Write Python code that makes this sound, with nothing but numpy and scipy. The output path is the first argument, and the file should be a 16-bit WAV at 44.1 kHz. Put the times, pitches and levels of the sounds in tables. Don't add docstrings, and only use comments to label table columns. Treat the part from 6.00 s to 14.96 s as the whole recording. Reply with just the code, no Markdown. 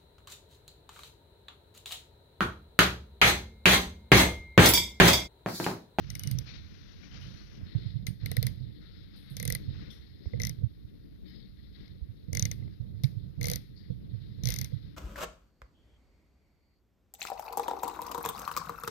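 import sys
import numpy as np
from scipy import signal
from scipy.fft import rfft, irfft
from scipy.io import wavfile
from scipy.ndimage import uniform_filter1d

SR = 44100
rng = np.random.default_rng(int(sys.argv[2]) if len(sys.argv) > 2 else 0)


def wrap_up_sound(samples):
    columns = np.atleast_2d(samples).T
    tamed = np.clip(columns, -1, 1)
    steps = np.round(tamed * 32767).astype(np.int16)
    wavfile.write(sys.argv[1], SR, steps)


def voltage_ratio(decibels):
    exponent = np.asarray(decibels, float) / 20
    return 10 ** exponent


N = 395350
LEFT_LAG = 18

# frequency in Hz, left level in dB, right level in dB.
CRACK = [(658, -8.5, -8), (1078, -37, -24), (2220, 4.5, -19), (2960, -31, -17.5), (3760, 6, -18.5),
         (5040, 3.5, -25.5), (5460, 1.5, -22), (6480, -22, -19), (7610, -47.5, -20.5), (8800, -27, -4.5),
         (11300, -7, -1), (12700, -6, -3.5), (14800, -8.5, -18), (16290, -54.5, -33)]
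# share of the pitch, level in dB, t60 in s.
PART = [(0.998, 4, 0.02), (1.05, -4, 0.018), (1.1, -30.5, 0.013), (0.96, -16.5, 0.0067),
        (1.5, -19.5, 0.012)]
# frequency in Hz, level in dB, t60 in s.
VICE = [(480.3, -7, 0.046), (541, -14, 0.028)]
# frequency in Hz, left level in dB, right level in dB.
LOW = [(22.05, -28.5, -13), (42.2, -1.5, -12), (60.3, -6, 8.5), (82.3, -16, 4), (108, -38, 11.5),
       (130, -7.5, 10), (166.7, -11, 2.5), (202.8, -5, -0.5), (273.3, -18, -22), (288, -10, -18.5),
       (397, -22.5, -26), (482, -24.5, -22.5), (647, -38.5, -32.5), (890, -47.5, -45.5)]
# frequency in Hz, left level in dB, right level in dB.
AIR = [(614, -11, -7), (915, -12, -17), (1410, -7.5, -11.5), (1890, 6, -16.5), (2655, -7.5, -18.5),
       (3570, 10.5, -26), (4300, 6.5, -28.5), (4950, 5, -30), (5800, -19, -18.5), (7880, -35, -26.5),
       (9300, -40.5, -19), (10960, -16.5, -17), (14950, -15.5, -17)]
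# start in s, held in s, cavity air in dB, broad rub in dB.
STROKES = [(0, 0.58, -69, -67), (0.463, 0.033, -53, -59.5), (.6, 0.44, -65, -68), (1.025, 0.41, -74, -65.5),
           (1.111, 0.041, -74, -60), (1.215, 0.064, -58, -63), (1.3, 0.37, -70, -67.5),
           (1.66, 0.2, -58, -72), (2.2, 0.24, -59, -69.5), (2.5, 0.25, -64.5, -86), (2.81, 0.37, -62, -77),
           (3.138, 0.04, -59, -70), (3.278, 0.47, -60.5, -72), (3.74, 0.11, -58.5, -65.5),
           (3.9, 0.015, -60, -73), (4.002, 0.5, -63, -91), (5.255, 0.13, -60.5, -85),
           (5.56, 0.23, -65, -86), (5.754, 0.087, -61, -73.5), (6.6, 0.13, -68.5, -77.5),
           (7.555, 0.064, -66, -91), (7.763, 0.082, -64.5, -90), (8.1, 0.37, -66.5, -80.5),
           (8.7, 0.2, -65.5, -76)]
# start in s, force in dB, part ring in dB, vice knock in dB.
SHALLOW_SLIPS = [(0.1018, -29, -47, -76), (0.152, -26, -50, -74), (0.1943, -26, -67, -77),
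                 (0.235, -26.5, -47, -69), (0.2729, -27, -56, -72), (0.3124, -24.5, -50, -73),
                 (0.3866, -29.5, -69.5, -60), (2.067, -19.5, -34, -53), (2.259, -26, -37, -53),
                 (2.315, -25.5, -39, -44), (2.367, -23, -37, -44), (2.4272, -22.5, -39.5, -43.5),
                 (2.4669, -20.5, -35.5, -50.5), (3.3671, -23.5, -50, -57), (3.3989, -24, -41, -49.5),
                 (3.4273, -25, -45, -51.5), (3.4521, -24.5, -47, -46), (3.477, -20.5, -46, -49),
                 (3.5012, -24.5, -39, -48), (3.5235, -22, -43, -45.5), (3.5495, -21, -36, -56.5),
                 (4.399, -27, -40.5, -46.5), (4.4176, -27, -47, -52), (4.4339, -25, -36.5, -53),
                 (4.4504, -24, -42, -77), (4.4692, -26, -44, -76), (4.494, -31, -42, -53.5)]
DEEP_SLIPS = [(6.33, -33.5, -44, -46), (6.35, -23.5, -41, -47.5), (6.3708, -25, -36, -50),
              (6.395, -20.5, -47, -54), (6.4243, -23.5, -43.5, -67), (6.4532, -20.5, -36, -50.5),
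              (6.5137, -23.5, -43, -53), (7.0357, -20.5, -44.5, -54), (7.4115, -26.5, -40.5, -48),
              (7.4296, -24, -47, -58), (7.4414, -21.5, -40, -44), (7.4556, -22, -59, -52),
              (7.4687, -25, -54, -42), (7.4835, -19.5, -43.5, -62), (7.499, -19.5, -46, -45),
              (7.5147, -20, -45, -40), (7.5341, -19.5, -39.5, -53), (7.5577, -24.5, -44.5, -53),
              (8.4356, -23.5, -65, -66), (8.455, -19, -52, -50), (8.4719, -19, -42, -70),
              (8.4873, -16, -50, -45.5), (8.5035, -15.5, -43, -56), (8.5214, -18.5, -48.5, -67),
              (8.5395, -20, -49, -56), (8.5615, -23.5, -44, -60), (8.5869, -21.5, -48, -55),
              (8.6131, -23, -48, -59), (8.6447, -23.5, -44.5, -66)]


def rms_one(x):
    return x / np.sqrt(np.mean(x ** 2) + 1e-20)


def colour(x, table, low_hz=10, high_hz=20000):
    hz = np.arange(1, 4098) * SR / 8192
    points = np.transpose(table)
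    edges_db = -10 * np.log10((1 + (low_hz / hz) ** 12) * (1 + (hz / high_hz) ** 200))
    level_db = np.array([np.interp(np.log(hz), np.log(points[0]), db) + edges_db for db in points[1:]])
    cepstrum = irfft(np.maximum(level_db, -150) * np.log(10) / 20)
    cepstrum[:, 1:4096] *= 2
    cepstrum[:, 4097:] = 0
    impulse = irfft(np.exp(rfft(cepstrum)))
    return signal.oaconvolve(x * np.ones((2, 1)), impulse, axes=1)[:, :N]


def drift(rate_hz):
    r = np.exp(-80 * np.pi * rate_hz / SR)
    slow = signal.lfilter([1], [1, -2 * r, r * r], rng.standard_normal(N // 40 + 2002))[2000:]
    return np.interp(np.arange(N) / 40, np.arange(len(slow)), rms_one(slow))


def even(x, seconds, share):
    power = uniform_filter1d(x ** 2, max(round(seconds * SR), 1)) + 1e-20
    return rms_one(x / power ** (share / 2))


def held(starts, lengths, db, rest_db, rise_s, fall_db_per_s):
    level = np.full(N, float(rest_db))
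    sink = fall_db_per_s * np.arange(N) / SR
    for s, length, top_db in zip(starts, lengths, db):
        span = slice(round(s * SR), round((s + length) * SR))
        level[span] = np.maximum(level[span], top_db)
    return uniform_filter1d(np.maximum.accumulate(level + sink) - sink, max(round(rise_s * SR), 1))


def strikes(times, db):
    out = np.full(N, 1e-18)
    out[np.round(np.asarray(times) * SR).astype(int)] = voltage_ratio(db)
    return out


def fade(clicks, t60, rise_s):
    r = voltage_ratio(-60 / (t60 * SR))
    soft = np.exp(-1 / (rise_s * SR))
    return signal.lfilter([1 - soft], [1, -soft], signal.lfilter([1], [1, -r], clicks))


def ring(times, db, modes, spread_db, rise_s):
    out = 0
    chance = rng.standard_normal((len(times), len(modes), 2))
    last = np.searchsorted(times, np.arange(N) / SR).clip(1) - 1
    for k, (hz, level_db, t60) in enumerate(modes):
        height = fade(strikes(times, db + level_db + spread_db * chance[:, k, 0]), t60, rise_s)
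        detuned_hz = hz * (1 + 0.016 * chance[last, k, 1])
        out = out + height * np.sin(2 * np.pi * np.cumsum(detuned_hz) / SR)
    return out


def chime(times, db, modes, pitch_hz, spread_db, rise_s):
    out = np.zeros(N + 4000)
    t = np.arange(4000) / SR
    share, level_db, t60 = np.transpose(modes)[:, :, None]
    chance = rng.standard_normal((len(times), len(modes), 1))
    shape = voltage_ratio(level_db - 60 * t / t60) * (1 - np.exp(-t / rise_s))
    for s, top_db, hz, luck in zip(times, db, pitch_hz, chance):
        at = round(s * SR)
        modes_now = voltage_ratio(top_db + spread_db * luck) * shape * np.sin(2 * np.pi * share * hz * t)
        out[at:at + 4000] += modes_now.sum(0)
    return out[:N]


def room_air(grain):
    band_edges_hz = [520, 1150, 1650, 2400, 3100, 4600, 5600, 6900]
    s, length, air_db, _ = np.transpose(STROKES)
    left_db = held(s, length, air_db, rest_db=-72, rise_s=0.02, fall_db_per_s=65.5) + 3 + 1.2 * drift(25)
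    air = np.zeros((2, N))
    for low_hz, high_hz in zip(band_edges_hz, band_edges_hz[1:]):
        air += colour(grain[:2], AIR, low_hz, high_hz) * voltage_ratio(1.7 * drift(14) + 0.85 * drift(25))
    return np.array([voltage_ratio(left_db) * rms_one(air[0]), voltage_ratio(-80) * rms_one(air[1])])


def cloth_rub(grain):
    # frequency in Hz, level in dB.
    rub_colour = [(500, 1), (900, -7), (1500, 2.5), (2500, 0.5), (5800, 0), (6500, -10), (7000, -21.5)]
    s, length, _, rub_db = np.transpose(STROKES)
    rub_db = held(s, length, rub_db, rest_db=-82.5, rise_s=0.02, fall_db_per_s=65.5)
    cloth = grain[2] * voltage_ratio(1.2 * drift(60))
    top = voltage_ratio(-10 * (np.arange(N) > 1.59 * SR))
    body = colour(cloth, rub_colour, low_hz=400, high_hz=5400)
    full = colour(cloth, rub_colour, low_hz=400, high_hz=7000)
    rub = rms_one((1 - top) * body + top * full)
    return voltage_ratio(rub_db + 8 + 1.2 * drift(12)) * rub * [[1], [.025]]


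def hiss(grain):
    return voltage_ratio(-81.5) * rms_one(colour(grain[2:], AIR, low_hz=8000, high_hz=14600))


def hand_effort():
    # start in s, held in s, level in dB.
    heaves = [(0, 0.25, -35), (.25, 0.12, -26), (.45, .22, -41.5), (1.122, 0.22, -39.5),
              (1.58, 0.066, -38.5), (1.749, 0.39, -35), (2.218, 0.28, -28.5), (2.549, 0.13, -34),
              (3.31, .08, -32.5), (3.398, 0.14, -28.5), (3.6, 0.21, -36.5), (4.331, 0.14, -26.5),
              (4.561, 0.077, -34), (5.3, 0.22, -52), (5.78, 0.16, -42.5), (6.314, 0.17, -24),
              (6.58, 0.11, -33), (6.8, 0.47, -33), (7.369, 0.18, -27), (7.651, 0.27, -44),
              (7.88, 0.43, -35.5), (8.38, 0.25, -28.5), (8.699, 0.1654, -37.5)]
    return held(*np.transpose(heaves), rest_db=-51, rise_s=0.013, fall_db_per_s=161)


def tremble(low, effort_db):
    # frequency in Hz, level above the effort in dB, t60 in s.
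    swing_modes = [(131, -1.5, 0.073)]
    shake = voltage_ratio(effort_db - 4.5 + 1.8 * drift(10.8)) * even(low[1], seconds=.04, share=.6)
    slip_s = np.transpose(SHALLOW_SLIPS + DEEP_SLIPS)[0]
    slip_effort_db = effort_db[(slip_s * SR).astype(int)]
    shake += ring(slip_s, slip_effort_db, swing_modes, spread_db=-4.0, rise_s=0.0016)
    return shake * [[-.06], [1]]


def hum(low, effort_db):
    # start in s, held in s, level above rest in dB.
    swells = [
        (0.2, 0.15, -2),
        (1.55, 0.31, 2.5),
        (2.75, 0.27, 3),
        (3.55, 0.32, 4.5),
        (4.15, 0.18, 2.5),
        (5.2, 0.17, 5.5),
        (7.4, 0.18, -3),
        (8.4, 0.31, 1),
    ]
    swell_db = held(*np.transpose(swells), rest_db=0, rise_s=0.053, fall_db_per_s=40)
    follow_db = 0.13 * (effort_db - effort_db.mean())
    return voltage_ratio(-49.5 + swell_db + follow_db + 2.0 * drift(13.0)) * rms_one(low[0]) * [[1], [-.2]]


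def sway(effort_db):
    slow = colour(rng.standard_normal(N), LOW, high_hz=96.46)[1]
    sway_db = -51 + 0.079 * (effort_db - effort_db.mean()) + 2.0 * drift(4.1)
    return voltage_ratio(sway_db) * even(slow, seconds=0.09, share=0.46) * [[-.1], [1]]


def cracks(s, burst, crack_db, vice_db, teeth_db, edge_db, edge_left_db):
    dry_crack = fade(strikes(s, crack_db + 1.0), t60=0.0043, rise_s=0.000324)
    knock = fade(strikes(s, vice_db + 9.5), t60=0.01645, rise_s=0.00057)
    teeth = fade(strikes(s, teeth_db + 12.0), t60=0.015, rise_s=.0002)
    edge = [fade(strikes(s, edge_db + 19 + side_db), t60=0.007, rise_s=0.00031)
            for side_db in (edge_left_db, -.3 * edge_left_db)]
    out = colour(burst * dry_crack, CRACK, low_hz=1260, high_hz=5580)
    out += colour(burst * knock, CRACK, low_hz=570, high_hz=1337)
    out += colour(burst * teeth, CRACK, low_hz=5560, high_hz=7030)
    return out + colour(burst * edge, CRACK, low_hz=8100)


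def after_sound(s, noise, force_db):
    # frequency in Hz, left level in dB, right level in dB.
    after_colour = [(710, -25.5, -25), (1100, -30.5, -30.5), (2110, -10.5, -23), (2830, -23.5, -32.5),
                    (3380, -13.5, -33.5), (5090, -14, -27), (5800, -21.5, -38), (6740, -24, -45.5),
                    (7540, -41.5, -57), (8360, -51, -29), (10160, -31, -24.5), (12600, -21, -24.5),
                    (14200, -23.5, -25), (14940, -33.5, -59), (16070, -59, -70.5)]
    near = fade(strikes(s, 2 * force_db - 1.5), t60=0.024, rise_s=0.006)
    far = fade(strikes(s, 2 * force_db - 25.0), t60=0.17, rise_s=0.0036)
    return colour(noise * np.sqrt(near + far), after_colour, high_hz=14800)


def teeth_ring(s, teeth_db, teeth_hz, upper_db, upper_hz):
    # share of the pitch, level in dB, t60 in s.
    lower_modes = [(0.99, -0.5, 0.0065), (1.034, -10, 0.0068), (0.84, -25, .006), (0.91, -29, .006)]
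    upper_modes = [(1, -9.5, 0.0041), (0.98, -6, 0.011)]
    lower = chime(s, teeth_db + 12.0, lower_modes, teeth_hz, spread_db=3.5, rise_s=0.00029)
    upper = chime(s, teeth_db + 5.5 + upper_db, upper_modes, upper_hz, spread_db=0.5, rise_s=0.00054)
    return lower * voltage_ratio([[0], [-18]]) + upper * voltage_ratio([[0], [-16]])


def jaw_and_core(s, crack_db):
    # frequency in Hz, level in dB, t60 in s.
    jaw_modes = [(4080, -24, 0.011)]
    core_modes = [(3540, -23, 0.049), (3840, -12.5, 0.011), (4087, -13.5, 0.021), (4190, -25.5, 0.013),
                  (4870, -13, 0.01), (5520, -11.5, 0.0084)]
    unit_hz = np.ones(len(s))
    jaw = chime(s, crack_db, jaw_modes, unit_hz, spread_db=2.0, rise_s=0.00045)
    core = chime(s, crack_db - 2.0, core_modes, unit_hz, spread_db=0.5, rise_s=0.00019)
    return jaw * [[0], [1]] + core * voltage_ratio([[0], [-19]])


def part_ring(s, part_db, part_hz, noise):
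    rough = voltage_ratio(3 * rms_one(uniform_filter1d(noise, 150)))
    blow = chime(s, part_db - 18.5, PART, part_hz, spread_db=7.5, rise_s=0.00028)
    built = chime(s + 0.001822, part_db, PART, part_hz, spread_db=2.5, rise_s=0.0014)
    return blow * [[1], [0]] + built * rough * voltage_ratio([[0], [-19]])


def vice_ring(s, vice_db):
    vice = ring(s, vice_db - 2.5, VICE, spread_db=1.5, rise_s=0.0016)
    return np.array([-.5 * np.roll(vice, -LEFT_LAG), vice])


def shank_ring(s):
    # frequency in Hz, level in dB, t60 in s.
    shank_modes = [(2940, 0, .1), (4700, -10, .05), (6600, -15, .06), (9060, 1, .12), (9250, -3, .04)]
    # time in s, level in dB.
    depth_levels = [
        (.3, -50),
        (.39, -70),
        (2.07, -50.5),
        (2.4, -59.5),
        (4.45, -71),
        (6.4, -59.5),
        (8.5, -67),
    ]
    shank_db = np.interp(s, *np.transpose(depth_levels))
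    return ring(s, shank_db, shank_modes, spread_db=3, rise_s=.0005) * voltage_ratio(2.5 * drift(120)) * [[.08], [1]]


def slips():
    # start in s, crack above force in dB, left bright edge in dB, upper teeth in dB, their pitch in Hz.
    bites = [(0, -1, 1.5, -3, 6330), (.35, 6.5, 1, -18, 6300), (2.0, 1.5, 2.5, 1, 6340),
             (2.2, 5, 1.5, -33, 6170), (3.3, 0.5, -7, -8, 6400), (3.44, 2, -2.5, -5, 6700),
             (4.3, 3, 1, -9.5, 6020), (6.2, 2, 1, 1.5, 6480), (6.9, 1.5, 3, -9, 6300),
             (7.3, 1.5, 2, -6.5, 6400), (8.3, -0.5, 4, -9.5, 6330)]
    # teeth in dB, bright edge in dB.
    slip_rings = [(-32.5, -44), (-35.5, -37), (-35, -35), (-39, -37), (-32.5, -36), (-38, -35.5),
                  (-31, -40), (-39, -36), (-48, -36.5), (-47, -32.5), (-60, -29), (-40.5, -28.5),
                  (-41.5, -29), (-30.5, -36.5), (-32.5, -36), (-39, -31), (-35, -29.5), (-33, -28),
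                  (-33.5, -28), (-32, -28), (-36.5, -27), (-39, -44), (-31, -37.5), (-31, -38.5),
                  (-27, -37), (-32.5, -34.5), (-33, -34.5),
                  (-37, -39.5), (-29.5, -33.5), (-30.5, -35.5), (-26, -32.5), (-25.5, -35), (-28.5, -34),
                  (-30, -37.5), (-39.5, -38.5), (-37, -40), (-34.5, -36.5), (-34.5, -34), (-28.5, -40),
                  (-33.5, -32), (-32.5, -31), (-29, -31), (-34, -30.5), (-31, -34), (-31.5, -32.5),
                  (-38, -44.5), (-29.5, -37), (-29.5, -34.5), (-30, -32.5), (-31.5, -31), (-30, -42.5),
                  (-32.5, -33.5), (-28.5, -38), (-28, -36), (-27, -36), (-32.5, -37)]
    # part in Hz, teeth in Hz.
    slip_hz = [(1990, 5820), (2160, 5720), (2150, 5860), (2170, 5850), (2100, 5830), (2020, 6050),
               (2110, 5760), (2070, 6060), (2100, 5920), (1950, 5880), (1970, 5660), (2050, 5810),
               (2040, 5890), (2090, 5980), (2100, 5970), (2010, 5970), (2120, 6020), (2010, 6020),
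               (1990, 6060), (2000, 5810), (2020, 6100), (2080, 5870), (2060, 5780), (2000, 5850),
               (2000, 5800), (2090, 5870), (2080, 5820),
               (2070, 6040), (2060, 6010), (2040, 6070), (2020, 6060), (2140, 6050), (2090, 6040),
               (2050, 6010), (2030, 5730), (2080, 6090), (2080, 6010), (2120, 5940), (2010, 5850),
               (2160, 5940), (2080, 5950), (2070, 5940), (2060, 6040), (1950, 5910), (2030, 6020),
               (2130, 5840), (2100, 5910), (2060, 5860), (2120, 5890), (2070, 5870), (2040, 5860),
               (2060, 5870), (2080, 5880), (2050, 5860), (2070, 5870), (2110, 5870)]
    # frequency in Hz, left level in dB, right level in dB.
    cavity_dip = [(6530, 0, -1), (7170, -8.5, -1.5), (7670, -5.5, 1), (8630, 0.5, 0.5), (14600, -0.5, -1.5),
                  (15150, -6.5, -6.5)]
    s, slip_db, part_db, vice_db = np.transpose(SHALLOW_SLIPS + DEEP_SLIPS)
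    part_db, vice_db = part_db + 9.5, vice_db + 24
    teeth_db, edge_db = np.transpose(slip_rings)
    part_hz, teeth_hz = np.transpose(slip_hz)
    bite = np.searchsorted(np.array(bites)[:, 0], s) - 1
    _, above_db, edge_left_db, upper_db, upper_hz = np.array(bites)[bite].T
    crack_db = slip_db + above_db
    noise = rng.standard_normal((4, N))
    burst = 0.57 * noise[0] + 0.53 * noise[1:3]
    out = cracks(s, burst, crack_db, vice_db, teeth_db, edge_db, edge_left_db)
    out += after_sound(s, noise[2:], slip_db + 1.5)
    out += teeth_ring(s, teeth_db, teeth_hz, upper_db, upper_hz)
    out += jaw_and_core(s, crack_db)
    out += part_ring(s, part_db, part_hz, noise[3])
    return colour(out, cavity_dip) + vice_ring(s, vice_db) + shank_ring(s)


def bench_jolts():
    # time in s, peak in dB, pitch in Hz, length in ms; lighter ones last.
    jolt_rows = [(0.332, -25, 122, 14), (0.355, -18, 108, 7.8), (1.632, -30, 71.4, 17),
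                 (1.76, -15, 121.4, 13.8), (1.78, -23.5, 112, 9), (1.868, -23.5, 109, 17),
                 (1.964, -21.5, 124, 16), (2.088, -21.5, 107.7, 5.5), (2.108, -22.5, 117, 6.8),
                 (2.388, -14.5, 118, 16.7), (2.455, -20, 122, 26), (3.486, -23, 130, 5.5),
                 (3.688, -21, 97, 15), (4.271, -21.5, 73, 13), (4.506, -23.5, 131, 13.6),
                 (4.642, -15, 108, 12.7), (4.663, -22.5, 103, 15), (4.853, -31.5, 85, 9.9),
                 (5.509, -39, 61.7, 12), (6.028, -26, 64.6, 19), (6.287, -25, 123, 5.9),
                 (6.474, -32.5, 129, 27), (6.809, -24, 119.5, 13.5), (7.049, -13, 130, 18.4),
                 (7.177, -21.5, 117, 15), (7.495, -21.5, 114, 7.8), (7.907, -19, 124, 7.4),
                 (8.149, -25.5, 113.4, 25), (8.481, -21, 122.6, 32), (8.74, -20.5, 125.6, 15.6),
                 (2.226, -30.5, 100, 18), (2.621, -31, 128, 32), (3.319, -30, 130, 15),
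                 (3.712, -25, 109, 9.6), (3.776, -29, 100, 16), (4.59, -25, 104.8, 7.7),
                 (6.1, -32, 105, 25), (6.303, -27, 122, 10.6), (6.656, -31.5, 107, 7.3),
                 (7.925, -26, 125.3, 11), (8.398, -30.5, 100, 18), (8.499, -25, 117, 7.4),
                 (8.763, -26.5, 115, 17)]
    shake = np.zeros(N)
    t = np.arange(-2000, 4000) / SR
    for (s, db, hz, ms), turn in zip(jolt_rows, rng.random(len(jolt_rows))):
        width_s = max(ms, 5) * np.where(t < 0, .00055, .0008)
        swell = np.exp(-(t / width_s) ** np.where(t < 0, 4, 2))
        at = round(s * SR) - 2000
        shake[at:at + 6000] += (voltage_ratio(db) * swell * np.cos(2 * np.pi * (hz * t + turn)))[:N - at]
    return shake * [[-.06], [1]]


def cloth_chafes(grain):
    # time in s, frequency in Hz, level in dB, t60 in s.
    chafe_rows = [(0.466, 2400, -53, 0.64), (1.025, 2260, -57, 0.25), (1.11, 2980, -54, 0.25),
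                  (1.215, 2970, -53.5, .3), (1.37, 4300, -53.5, 0.45), (2.81, 1400, -65.5, 1),
                  (3.8, 2070, -63, 0.48), (3.9, 3430, -50, 0.23), (3.9, 5400, -56.5, 0.38),
                  (4.25, 5130, -63, 0.36), (7.76, 4630, -58.5, 0.54)]
    spread = 1.066
    out = np.zeros((2, N))
    for s, hz, db, t60 in chafe_rows:
        band = signal.butter(2, [hz / spread, hz * spread], "band", fs=SR, output="sos")
        out[0] += rms_one(signal.sosfilt(band, grain[3])) * fade(strikes([s], db), t60, rise_s=0.0027)
    return out


def chip_scuffs(grain):
    # time in s, level in dB, t60 in s.
    scuff_rows = [
        (1.2, -66, 0.95),
        (3.158, -56.5, 0.5),
        (3.297, -50.5, .25),
        (3.903, -53.5, 0.27),
    ]
    scuffs = sum(fade(strikes([s], db), t60, rise_s=.004) for s, db, t60 in scuff_rows)
    return colour(grain[2:] * scuffs, CRACK, low_hz=7470, high_hz=14600)


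def vice_knocks():
    # time in s, ring in dB, tick in dB.
    knock_rows = [(1.614, -50, -56), (1.75, -55.5, -47.5), (3.672, -44, -76.5), (4.258, -47, -46.5),
                  (4.335, -20, -47), (4.621, -33, -91), (6.011, -68, -61), (6.285, -35, -94),
                  (6.625, -62, -54), (6.678, -53, -53), (7.038, -62, -45), (7.899, -27, -80),
                  (8.141, -40, -80), (8.72, -33, -79)]
    s, ring_db, tick_db = np.transpose(knock_rows)
    knocks = ring(s, ring_db + 3, VICE, spread_db=0.0, rise_s=0.0045) * [[-.6], [1]]
    part_hz = np.full(len(s), 2060)
    knocks[0] += chime(s, (ring_db + tick_db) / 2 - 3, PART, part_hz, spread_db=5.5, rise_s=0.0019)
    band = signal.butter(2, [120, 420], "band", fs=SR, output="sos")
    dull = signal.sosfilt(band, strikes(s, tick_db + 40.5))
    return knocks + dull * [[.8], [1]]


def squeaks():
    # start in s, end in s, frequency in Hz, level in dB.
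    squeak_rows = [
        (5.262, 5.425, 4985, -60.5),
        (5.265, 5.345, 3068, -62.5),
        (5.265, 5.325, 13400, -68),
    ]
    out = np.zeros((2, N))
    t = np.arange(N) / SR
    for start, end, hz, db in squeak_rows:
        gate = np.clip(np.minimum(t - start, end - t) / 0.02, 0, 1)
        out[0] += voltage_ratio(db - 1.5 + 2 * drift(60)) * gate * np.sin(2 * np.pi * hz * t + 1.3 * drift(30))
    return out


def chip_ticks(grain):
    # time in s, level in dB.
    tick_rows = [
        (5.878, -43),
        (7.0414, -24),
    ]
    s, db = np.transpose(tick_rows)
    return colour(grain[:2] * fade(strikes(s, db + 2.5), t60=0.011, rise_s=0.00013), CRACK, high_hz=6900)


def scene():
    grain = rng.standard_normal((4, N))
    air = room_air(grain) + cloth_rub(grain) + hiss(grain) + slips()
    air += cloth_chafes(grain) + chip_scuffs(grain) + squeaks() + chip_ticks(grain)
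    air[0] = np.roll(air[0], LEFT_LAG)
    white = rng.standard_normal((2, N))
    low = colour(np.array([white[0], 1.1 * white[1] - 0.38 * white[0]]), LOW, high_hz=1283)
    effort_db = hand_effort()
    bench = tremble(low, effort_db) + hum(low, effort_db) + sway(effort_db)
    return air + bench + bench_jolts() + vice_knocks()


def band_limit(x):
    return signal.sosfilt(signal.butter(12, 16550, fs=SR, output="sos"), x)


def record(dry):
    mix = signal.sosfilt(signal.butter(8, 16200, fs=SR, output="sos"), dry)
    return band_limit(mix)


dry = scene()
out = record(dry)
wrap_up_sound(out)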